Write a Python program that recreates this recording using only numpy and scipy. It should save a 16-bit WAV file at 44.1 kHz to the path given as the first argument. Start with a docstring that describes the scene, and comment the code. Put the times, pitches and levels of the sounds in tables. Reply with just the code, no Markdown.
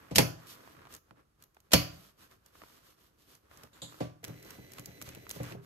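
"""A small workroom: slick jacket fabric is positioned under an industrial sewing machine's presser foot.
The steel foot clacks up and later down, buzzing its spring and making the table boom.
The cloth swishes, scuffs and ticks under the fingers. Then the servo motor switches on with a thin
whine, the mechanism creeps round with soft knocks and ticks, and thread scrapes through its guides.
At the end the drive holds the shaft with a louder hum."""
import sys
import numpy as np
from scipy import signal
from scipy.fft import rfft, irfft, next_fast_len
from scipy.io import wavfile

SR = 44100
rng = np.random.default_rng(int(sys.argv[2]) if len(sys.argv) > 2 else 0)


def wav_record(signal):
    """Record a signal, one row per channel, as 16-bit PCM in the file named by sys.argv[1]."""
    frames = np.transpose(np.atleast_2d(signal))
    bounded = np.clip(frames, -1, 1)
    # unit amplitude maps onto the largest positive 16-bit level
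    quanta = np.round(bounded * 32767).astype(np.int16)
    wavfile.write(sys.argv[1], SR, quanta)


N = 249165
MOTOR_ON_S, MOTOR_HOLD_S, MOTOR_OFF_S = 4.228, 5.52, 5.68
MOTOR_ATTACK_S, MOTOR_RELEASE_S = 0.0041, 0.05


# steel hits of the foot and its linkage:
# (time [s], level [dB], treble tilt [dB/octave], crack t60 [s], ring level [dB], ring centre [Hz])
FOOT_CLACKS = [(0.109, -51, -4.5, 0.19, -31, 2987), (0.15, -39.5, 0.5, 0.17, -22, 5000),
               (0.157, -19, 0.5, 0.059, -26.5, 8980), (0.1818, -11, -1, 0.031, -16.5, 8980),
               (0.188, -22.5, -5.5, 0.12, -14, 2718), (1.708, -53.5, -5, 0.086, -26, 5010),
               (1.7179, -31.5, -2, 0.079, -22, 5000), (1.733, -9.5, -0.5, 0.037, -10.5, 4500),
               (1.7376, -18.5, -6, 0.06, -6.5, 4590), (4.003, -44.5, -6.5, 0.27, -19, 1400)]
# ring of the steel: (frequency [Hz], level [dB], t60 [s])
STEEL_MODES = [(1394, -10, .25), (2040, -11, .18), (2690, -6, .2), (2720, -3.5, .24), (2870, -8, .18),
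               (3290, -3, .18), (4650, -8.5, .2), (4300, -2, .25), (4570, -7, 0.18), (4900, -7.5, 0.34),
               (6280, -12, .22), (7450, -7, .2), (8870, -5.5, 0.19), (11400, -10.5, .15),
               (11900, -5.5, .12), (12000, -6, .14), (12760, -8.5, 0.13)]
# tone of the crack and rattle: (frequency [Hz], level [dB])
CRACK_EQ = [(60, -40), (200, -7), (600, 2.5), (1100, -6), (2000, 0), (3000, 0.5), (5000, 0.5), (7000, -1.5),
            (9500, -4), (12500, -4), (14500, -9), (16000, -17)]

def presser_foot(attack_t60=0.0068, rattle_t60=0.17):
    """Steel cracks on steel, the linkage rattles on, and the modes that the contact favours ring."""
    out, mode_hz = np.zeros((2, N)), np.array(STEEL_MODES)[:, 0]
    for s, db, tilt_db, t60, ring_db, centre_hz in FOOT_CLACKS:
        crack = from_db(3.5) * coloured(white(), CRACK_EQ, tilt_db) * dying(t60)
        chatter = grains(per_s=900, spread_db=4.6, size=SR // 2)
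        rattle = from_db(-22) * coloured(chatter, CRACK_EQ, tilt_db) * dying(rattle_t60)
        octaves_away = abs(np.log2(mode_hz / centre_hz))
        ring = ringing(STEEL_MODES, ring_db - 8 - 9 * octaves_away)
        add(out, s, from_db(db) * (crack + rattle + ring) * (1 - dying(attack_t60)))
    return out


# the pressure spring buzzes as the foot snaps: (time [s], level [dB])
SPRING_BUZZES = [(0.185, -39), (1.738, -27.5)]
# a light steel part chinks: (time [s], level [dB])
CHINKS = [(3.7316, -62), (3.818, -41.5)]
# tone of each: (frequency [Hz], level [dB])
SPRING_EQ = [(1500, -23.5), (2000, -1.5), (2600, 0), (3300, -5), (4000, -8), (4500, 2.5), (4850, 3),
             (5300, -14.5), (6500, -10.5), (8500, -25.5)]
CHINK_EQ = [(1000, -9), (2600, -14), (3700, 5.5), (4400, -3), (5700, -20), (7200, 3), (8100, -6.5),
            (9300, -16), (11200, -13), (15000, -31)]

def loose_steel(hits, eq, t60, attack_t60=0.0023):
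    """A loose steel part buzzes briefly in its broad resonances."""
    out = np.zeros((2, N))
    for s, db in hits:
        add(out, s, from_db(db) * burst(eq, t60, size=SR // 2) * (1 - dying(attack_t60)))
    return out


# blows that reach the table top: (time [s], level [dB], contact low-pass [Hz], boom level [dB])
TABLE_KNOCKS = [(0.112, -36.5, 450, -0.5), (0.163, -23.5, 165, -3.5), (0.186, -16.5, 1020, -6),
                (1.11, -53, 600, -10), (1.7352, -16, 2564, -7), (2.617, -59.5, 1500, -7.5),
                (3.636, -49.5, 1490, -13), (3.821, -45, 880, -2), (4.005, -33, 1400, -0.5),
                (4.232, -51, 1200, -3), (4.275, -41, 200, -4), (4.293, -37, 159, -4),
                (4.451, -47.5, 700, -11), (4.584, -45.5, 300, -5), (4.785, -46.5, 500, -3),
                (4.874, -45, 200, -1), (5.015, -49, 1005, -5.5), (5.074, -45, 396, -3.5),
                (5.169, -41.5, 259, -10), (5.36, -46, 500, 0), (5.4, -34, 390, -1), (5.514, -40, 900, -14),
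                (5.547, -38, 300, -9)]
# boom of the top: (frequency [Hz], level [dB], t60 [s])
TABLE_MODES = [(80, -10.5, .22), (100.5, -15, 0.5), (121.6, -1.5, 0.33), (161.6, -2.5, 0.33),
               (190, -3, 0.18), (238.7, -8, 0.22), (290, -6.5, 0.38), (339, -15, 0.065), (406, -5.5, 0.1),
               (474, -1.5, .11), (542.4, -2, .16), (607, -6, 0.22), (729, -8, 0.12), (839, -9.5, 0.17),
               (1007, -11.5, 0.32), (1153, -15, 0.36)]
# tone of the thud: (frequency [Hz], level [dB])
THUD_EQ = [(30, -15), (70, 1), (150, 1), (280, 0), (520, -1), (900, -7.5), (1500, -22), (5000, -18.5),
           (12000, -25.5)]

def table_top(thud_t60=0.087, attack_t60=0.0057, lowest_hz=48):
    """The table top thuds and booms; a soft contact dulls the upper modes."""
    out = np.zeros((2, N))
    for s, db, contact_hz, boom_db in TABLE_KNOCKS:
        boom = ringing(TABLE_MODES, np.full(len(TABLE_MODES), boom_db))
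        thud = from_db(3) * coloured(white(), THUD_EQ) * dying(thud_t60)
        knock = (boom + thud) * (1 - dying(attack_t60))
        add(out, s, from_db(db) * filtered(knock, 1, contact_hz, "low"))
    # below its first mode the top hardly radiates
    return filtered(out, 4, lowest_hz, "high")


# ticks of cloth, thread and needle bar: (time [s], level [dB], body trim [dB])
TICKS = [(0.47, -41.5, -3), (0.925, -42, -17), (0.939, -35, -24), (0.949, -33, -23), (0.964, -40.5, -18),
         (1.424, -41.5, -23), (1.438, -43.5, -10), (1.546, -53.5, -8), (1.603, -51.5, -7.5),
         (2.3125, -49, 1), (2.461, -43, -22), (3.3511, -43.5, -6), (3.573, -41, -20), (3.6345, -38.5, -3),
         (4.2414, -26.5, -1), (4.2481, -30, -1), (4.2802, -37, -5), (4.4266, -40, -16), (4.448, -43, -16),
         (4.506, -32, -3), (4.719, -38, -8), (4.735, -37, -10), (4.784, -38.5, 5.5), (4.7947, -33, -6),
         (4.858, -29, -24), (5.015, -31.5, -1.5), (5.0228, -28.5, -10), (5.0893, -35, 0), (5.1489, -36, -9),
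         (5.2928, -29.5, -20), (5.303, -31.5, 2), (5.311, -22, -24), (5.4316, -34.5, -22.5),
         (5.522, -41.5, 9)]
# tone of a tick's two layers: (frequency [Hz], level [dB])
TICK_SNAP_EQ = [(1500, -7.5), (4000, -3.5), (7000, 1.5), (10000, -3.5), (12500, 0.5), (16000, -8.5)]
TICK_BODY_EQ = [(50, -22), (150, -6.5), (400, -4.5), (750, -5), (1150, -2.5), (1900, 0), (2600, 0),
                (4500, -5), (7000, -18), (15000, -37)]

def ticks(attack_t60=0.0021):
    """Each tick is a bright snap with a duller, longer body."""
    out = np.zeros((2, N))
    for s, db, body_db in TICKS:
        snap = from_db(-6) * burst(TICK_SNAP_EQ, t60=0.017)
        body = from_db(body_db - 8) * burst(TICK_BODY_EQ, t60=0.021)
        add(out, s, from_db(db) * (snap + body) * (1 - dying(attack_t60, snap.shape[1])))
    return out


# pops in the fabric: (time [s], level [dB])
FOLD_POPS = [(0.675, -38), (0.819, -42), (0.853, -38), (0.871, -38), (1.109, -40), (1.568, -41.5),
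             (2.554, -42.5), (2.618, -33.5), (2.636, -37), (3.513, -40.5), (3.633, -44), (3.923, -40.5),
             (3.943, -39.5), (4.783, -35), (5.015, -34.5), (5.267, -37), (5.401, -34), (5.432, -39.5),
             (5.463, -46)]
# their hollow tone: (frequency [Hz], level [dB])
FOLD_EQ = [(50, -25), (150, -4.5), (400, -1.5), (750, -1), (1150, 5), (1650, -5.5), (2300, -7.5),
           (3500, -15), (7000, -27), (15000, -34)]

def cloth_folds():
    """Folds of cloth flip over, each with a short pop."""
    out = np.zeros((2, N))
    for s, db in FOLD_POPS:
        add(out, s, from_db(db - 8) * burst(FOLD_EQ, t60=0.019))
    return out


# pushes on the cloth: (start [s], end [s], swish level [dB], scuff level [dB])
FINGER_STROKES = [(-0.05, 0.17, -71, -61), (0.35, 0.8, -66, -61), (0.455, 0.575, -50, -68),
                  (0.72, 0.93, -73, -60), (0.88, 0.995, -55.5, -54), (1.04, 1.14, -79, -71),
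                  (1.145, 1.245, -78, -63.5), (1.375, 1.475, -71, -66), (1.53, 1.62, -78, -73),
                  (1.625, 1.705, -80, -72), (1.88, 2.14, -63, -66), (2.165, 2.295, -61, -61.5),
                  (2.275, 2.385, -66.5, -64), (2.42, 2.54, -71, -70), (2.51, 2.84, -65, -66.5),
                  (2.8, 2.97, -65.5, -68), (2.95, 3.12, -69, -72), (3.165, 3.285, -67, -75),
                  (3.25, 3.4, -62.5, -66), (3.41, 3.53, -82, -71), (3.48, 3.71, -66, -62.5),
                  (3.71, 3.85, -66.5, -63), (3.85, 4.07, -63, -63), (4.24, 4.37, -67, -59),
                  (4.42, 4.61, -61, -60), (4.74, 4.83, -56, -55), (5.03, 5.125, -52.5, -58),
                  (5.31, 5.415, -50.5, -56), (5.39, 5.57, -58.5, -54), (5.52, 5.65, -78, -64),
                  (5.61, 5.73, -62, -60)]

def finger_strokes():
    """Swish and scuff envelopes: the fingers push the cloth along and work it lightly in between."""
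    fingering = swell(start_s=1.6, end_s=4.5)
    swish, scuff = from_db(-83.5) * fingering, from_db(-81) * fingering
    for start, end, swish_db, scuff_db in FINGER_STROKES:
        push = swell(start, end)
        swish = np.hypot(swish, from_db(swish_db) * push)
        scuff = np.hypot(scuff, from_db(scuff_db) * push)
    return swish, scuff


# bright swish and hollow fingertip scuff: (frequency [Hz], level [dB])
SWISH_EQ = [(1200, -12), (3000, 2.5), (4500, 1), (7000, -2.5), (9800, -4.5), (12300, -1.5), (14200, -1.5),
            (15500, -22)]
SCUFF_EQ = [(50, -26), (150, -10), (400, -10), (750, -4), (1150, 4), (1700, -0.5), (2300, -6.5),
            (3500, -13.5), (7000, -24.5), (15000, -34.5)]

def cloth_rustle(swish, scuff, shaft):
    """Cloth scuffs in sparse snaps and slides in dense ones, also creeping along as the shaft turns."""
    grit = coloured(grains(per_s=2000, spread_db=1.26), SCUFF_EQ)
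    slide = coloured(grains(per_s=31000, spread_db=4.0), SWISH_EQ)
    return scuff * grit + np.hypot(swish, from_db(-68.5) * shaft) * slide


# harder pulls on the thread: (start [s], end [s], level [dB])
THREAD_PULLS = [(4.83, 4.96, -62.5), (5.04, 5.22, -58.5), (5.37, 5.558, -55)]
# tone of the scrape: (frequency [Hz], level [dB])
THREAD_EQ = [(150, -20), (700, -2), (1200, -4), (1650, 3), (2250, 2.5), (2900, -1.5), (4000, -7.5),
             (7000, -9), (15000, -40)]

def thread_scrape(shaft):
    """Thread scrapes through its guides while the shaft turns, louder when drawn off harder."""
    pulls = sum(from_db(db) * swell(start, end) for start, end, db in THREAD_PULLS)
    scrape = coloured(grains(per_s=1300, spread_db=1.5), THREAD_EQ)
    return np.hypot(pulls, from_db(-64) * shaft) * scrape


# partials of the whine: (harmonic [number], level [dB])
WHINE_PARTIALS = [(1, 3), (2, -2), (3, -7), (4, -9), (5, -7), (6, -4), (7, -6)]
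# hum of the held shaft through the table: (frequency [Hz], level [dB])
HOLD_HUM = [(128, 0), (163, 0), (401, -1.5)]

def servo_motor(shaft, whine_hz=2011.3, hum_hz=392, flutter=0.44):
    """The drive's switching whines in the windings over a hum; a louder hum holds the shaft."""
    phase_per_hz = 2 * np.pi * np.arange(N) / SR
    whine = sum(from_db(db) * np.sin(harmonic * whine_hz * phase_per_hz + 2 * np.pi * rng.random())
                for harmonic, db in WHINE_PARTIALS)
    running = from_db(-70.5) * whine + from_db(-71) * np.sin(hum_hz * phase_per_hz)
    held = sum(from_db(db - 57) * np.sin(hz * phase_per_hz) for hz, db in HOLD_HUM)
    holding = swell(MOTOR_HOLD_S, MOTOR_OFF_S, MOTOR_ATTACK_S, MOTOR_RELEASE_S)
    # the current varies with the load
    current = 1 + flutter * rms_one(filtered(white(N), 2, 25, "low"))
    return np.sqrt(2) * current * (shaft * running + holding * held)


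# low rumble in the table: (frequency [Hz], level [dB])
RUMBLE_EQ = [(25, -12.5), (60, -3), (125, 1), (200, -3), (300, -0.5), (480, -1), (750, -11.5), (1500, -37)]

def table_rumble(scuff, shaft):
    """Resting hands, scuffing fingers and the turning mechanism rumble through the table."""
    resting = from_db(-81.5)
    moving = np.hypot(from_db(-2.5) * scuff, from_db(-59) * shaft)
    return (resting + moving) * coloured(white(N), RUMBLE_EQ)


# reverb tail: (frequency [Hz], t60 [s])
ROOM_DECAY = [(100, 0.53), (400, 0.46), (1500, 0.43), (5000, 0.25), (8000, 0.73), (13000, 0.091)]

def workroom_reverb(send, build_t60=0.0033):
    """Diffuse reflections build up quickly, and each band dies away at its own rate."""
    noise, tail = coloured(white(), eq=[(20, 0), (20000, 0)]), 0
    edges_hz = np.geomspace(50, 16000, 9)
    for low, high in zip(edges_hz, edges_hz[1:]):
        band = filtered(noise, 2, [low, high], "band")
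        tail = tail + band * dying(at_hz(ROOM_DECAY, np.sqrt(low * high)))
    response = rms_one(tail * (1 - dying(build_t60))) / np.sqrt(tail.shape[1])
    return signal.fftconvolve(send, response, axes=1)[:, :N]


# background bed: (frequency [Hz], level [dB])
ROOM_TONE_EQ = [(20, -7), (60, 8), (150, 0), (400, -12), (700, -14), (1200, -9.5), (2200, -19),
                (6000, -23.5), (12000, -25), (16000, -34.5)]

def room_tone():
    """A faint, steady, bass-heavy noise lies under everything."""
    return from_db(-73.5) * coloured(white(N), ROOM_TONE_EQ)


# stereo image at the two microphone ports: (frequency [Hz], likeness [ratio, clipped to 0..1 in use])
PORT_LIKENESS = [(100, 0.92), (400, 0.91), (1200, 0.05), (2600, -0.1455), (6000, 0.43), (9000, -0.45),
                 (12000, 1.3), (14000, 0.54)]

def coloured(pair, eq, tilt_db=0):
    """Two unrelated signals become left and right with the given EQ and the ports' likeness; rms 1."""
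    size = next_fast_len(pair.shape[1])
    hz = np.fft.rfftfreq(size, 1 / SR)
    alike = np.clip(at_hz(PORT_LIKENESS, hz), 0, 1)
    octaves = np.log2(1 + hz / 500)
    mid, side = rfft(pair, size) * from_db(at_hz(eq, hz) + tilt_db * octaves)
    ports = np.sqrt(1 + alike) * mid + np.sqrt(1 - alike) * side * [[1], [-1]]
    return rms_one(irfft(ports, size)[:, :pair.shape[1]])


def ringing(modes, weights_db):
    """Struck modes of alternating polarity; each port hears every mode with its own phase."""
    t, out = np.arange(SR // 2) / SR, 0
    for k, ((hz, db, t60), weight_db) in enumerate(zip(modes, weights_db)):
        alike = np.clip(at_hz(PORT_LIKENESS, hz), 0, 1)
        phase = .5 * rng.standard_normal((2, 1)) * np.arccos(alike)
        out = out + (-1) ** k * from_db(db + weight_db) * np.sin(2 * np.pi * hz * t + phase) * dying(t60)
    return out


def burst(eq, t60, size=SR // 8):
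    """A dense cluster of tiny impacts that dies away."""
    return coloured(white(size), eq) * dying(t60, size)


def grains(per_s, spread_db, size=N):
    """Random tiny snaps of uneven size, each heard at both ports."""
    strengths = from_db(spread_db * np.minimum(rng.exponential(1, size), 4))
    return (rng.random(size) < per_s / SR) * strengths * white(size)


def white(size=SR // 2):
    """Two unrelated noises."""
    return rng.standard_normal((2, size))


def swell(start_s, end_s, attack_s=0.053, release_s=0.068):
    """An envelope that fades in from the start, tops out at 1 and is back at 0 by the end."""
    t = np.arange(N) / SR
    return np.clip(np.minimum((t - start_s) / attack_s, (end_s - t) / release_s), 0, 1)


def dying(t60, size=SR // 2):
    """Exponential decay from 1, down 60 dB after t60 seconds."""
    return np.exp(-np.log(1000) * np.arange(size) / (SR * t60))


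def filtered(x, order, hz, kind):
    """Low-, high- or band-pass filter."""
    return signal.sosfilt(signal.butter(order, hz, kind, fs=SR, output="sos"), x)


def from_db(db):
    """Decibels to gain."""
    return 10 ** (np.asarray(db) / 20)


def rms_one(x):
    """Scale to rms 1."""
    return x / np.sqrt(np.mean(x ** 2) + 1e-20)


def at_hz(points, hz):
    """Read a table on a log-frequency axis."""
    known_hz, values = np.transpose(points)
    return np.interp(np.log(np.maximum(hz, 1)), np.log(known_hz), values)


def add(out, s, sound):
    """Mix a sound in at time s."""
    at = round(s * SR)
    out[:, at:at + sound.shape[1]] += sound[:, :N - at]


def scene():
    """The mix: foot, knocks, small ticks and handling feed the reverb; the motor stays dry."""
    # 1 while the shaft creeps round, 0 before and after
    shaft = swell(MOTOR_ON_S, MOTOR_HOLD_S + MOTOR_RELEASE_S, MOTOR_ATTACK_S, MOTOR_RELEASE_S)
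    swish, scuff = finger_strokes()
    foot = presser_foot() + loose_steel(SPRING_BUZZES, SPRING_EQ, t60=0.34)
    knocks = table_top()
    small = ticks() + loose_steel(CHINKS, CHINK_EQ, t60=0.28)
    cloth = cloth_folds() + cloth_rustle(swish, scuff, shaft)
    handling = cloth + thread_scrape(shaft) + table_rumble(scuff, shaft)
    send = from_db(-9.5) * foot + from_db(-13) * knocks + from_db(-13.5) * small + from_db(-14) * handling
    return foot + knocks + small + handling + servo_motor(shaft) + workroom_reverb(send) + room_tone()


# pan across the spectrum: (frequency [Hz], left minus right [dB])
PORT_BALANCE = [(50, -1.5), (110, 2.5), (250, -0.5), (550, -0.5), (1200, -2.5), (3300, -1.5), (5800, -4.5),
                (9000, -1), (13000, 1)]
# phase between the ports: (frequency [Hz], left lead [rad])
PORT_PHASE = [(60, 0), (125, -.4), (250, -1), (550, -1.7), (2000, -2.2), (3300, -2.7), (4100, -1),
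              (5200, -3.4), (6600, -6.2), (7600, -4.2), (9600, -2.5), (11300, -.2), (13000, .1), (15000, 3)]

def record(dry, bass_cut_hz=28, top_cut_hz=15700):
    """The two microphone ports differ in phase and level; deep bass and the very top are cut."""
    size = next_fast_len(N + SR // 10)
    hz = np.fft.rfftfreq(size, 1 / SR)
    left, right = rfft(dry, size) * from_db(at_hz(PORT_BALANCE, hz) * np.array([[.5], [-.5]]))
    left = left * np.exp(1j * at_hz(PORT_PHASE, hz))
    ports = irfft(np.array([left, right]), size)[:, :N]
    ports = filtered(ports, 2, bass_cut_hz, "high")
    return signal.sosfilt(signal.ellip(10, .2, 80, top_cut_hz, fs=SR, output="sos"), ports)


dry = scene()
out = record(dry)
wav_record(out)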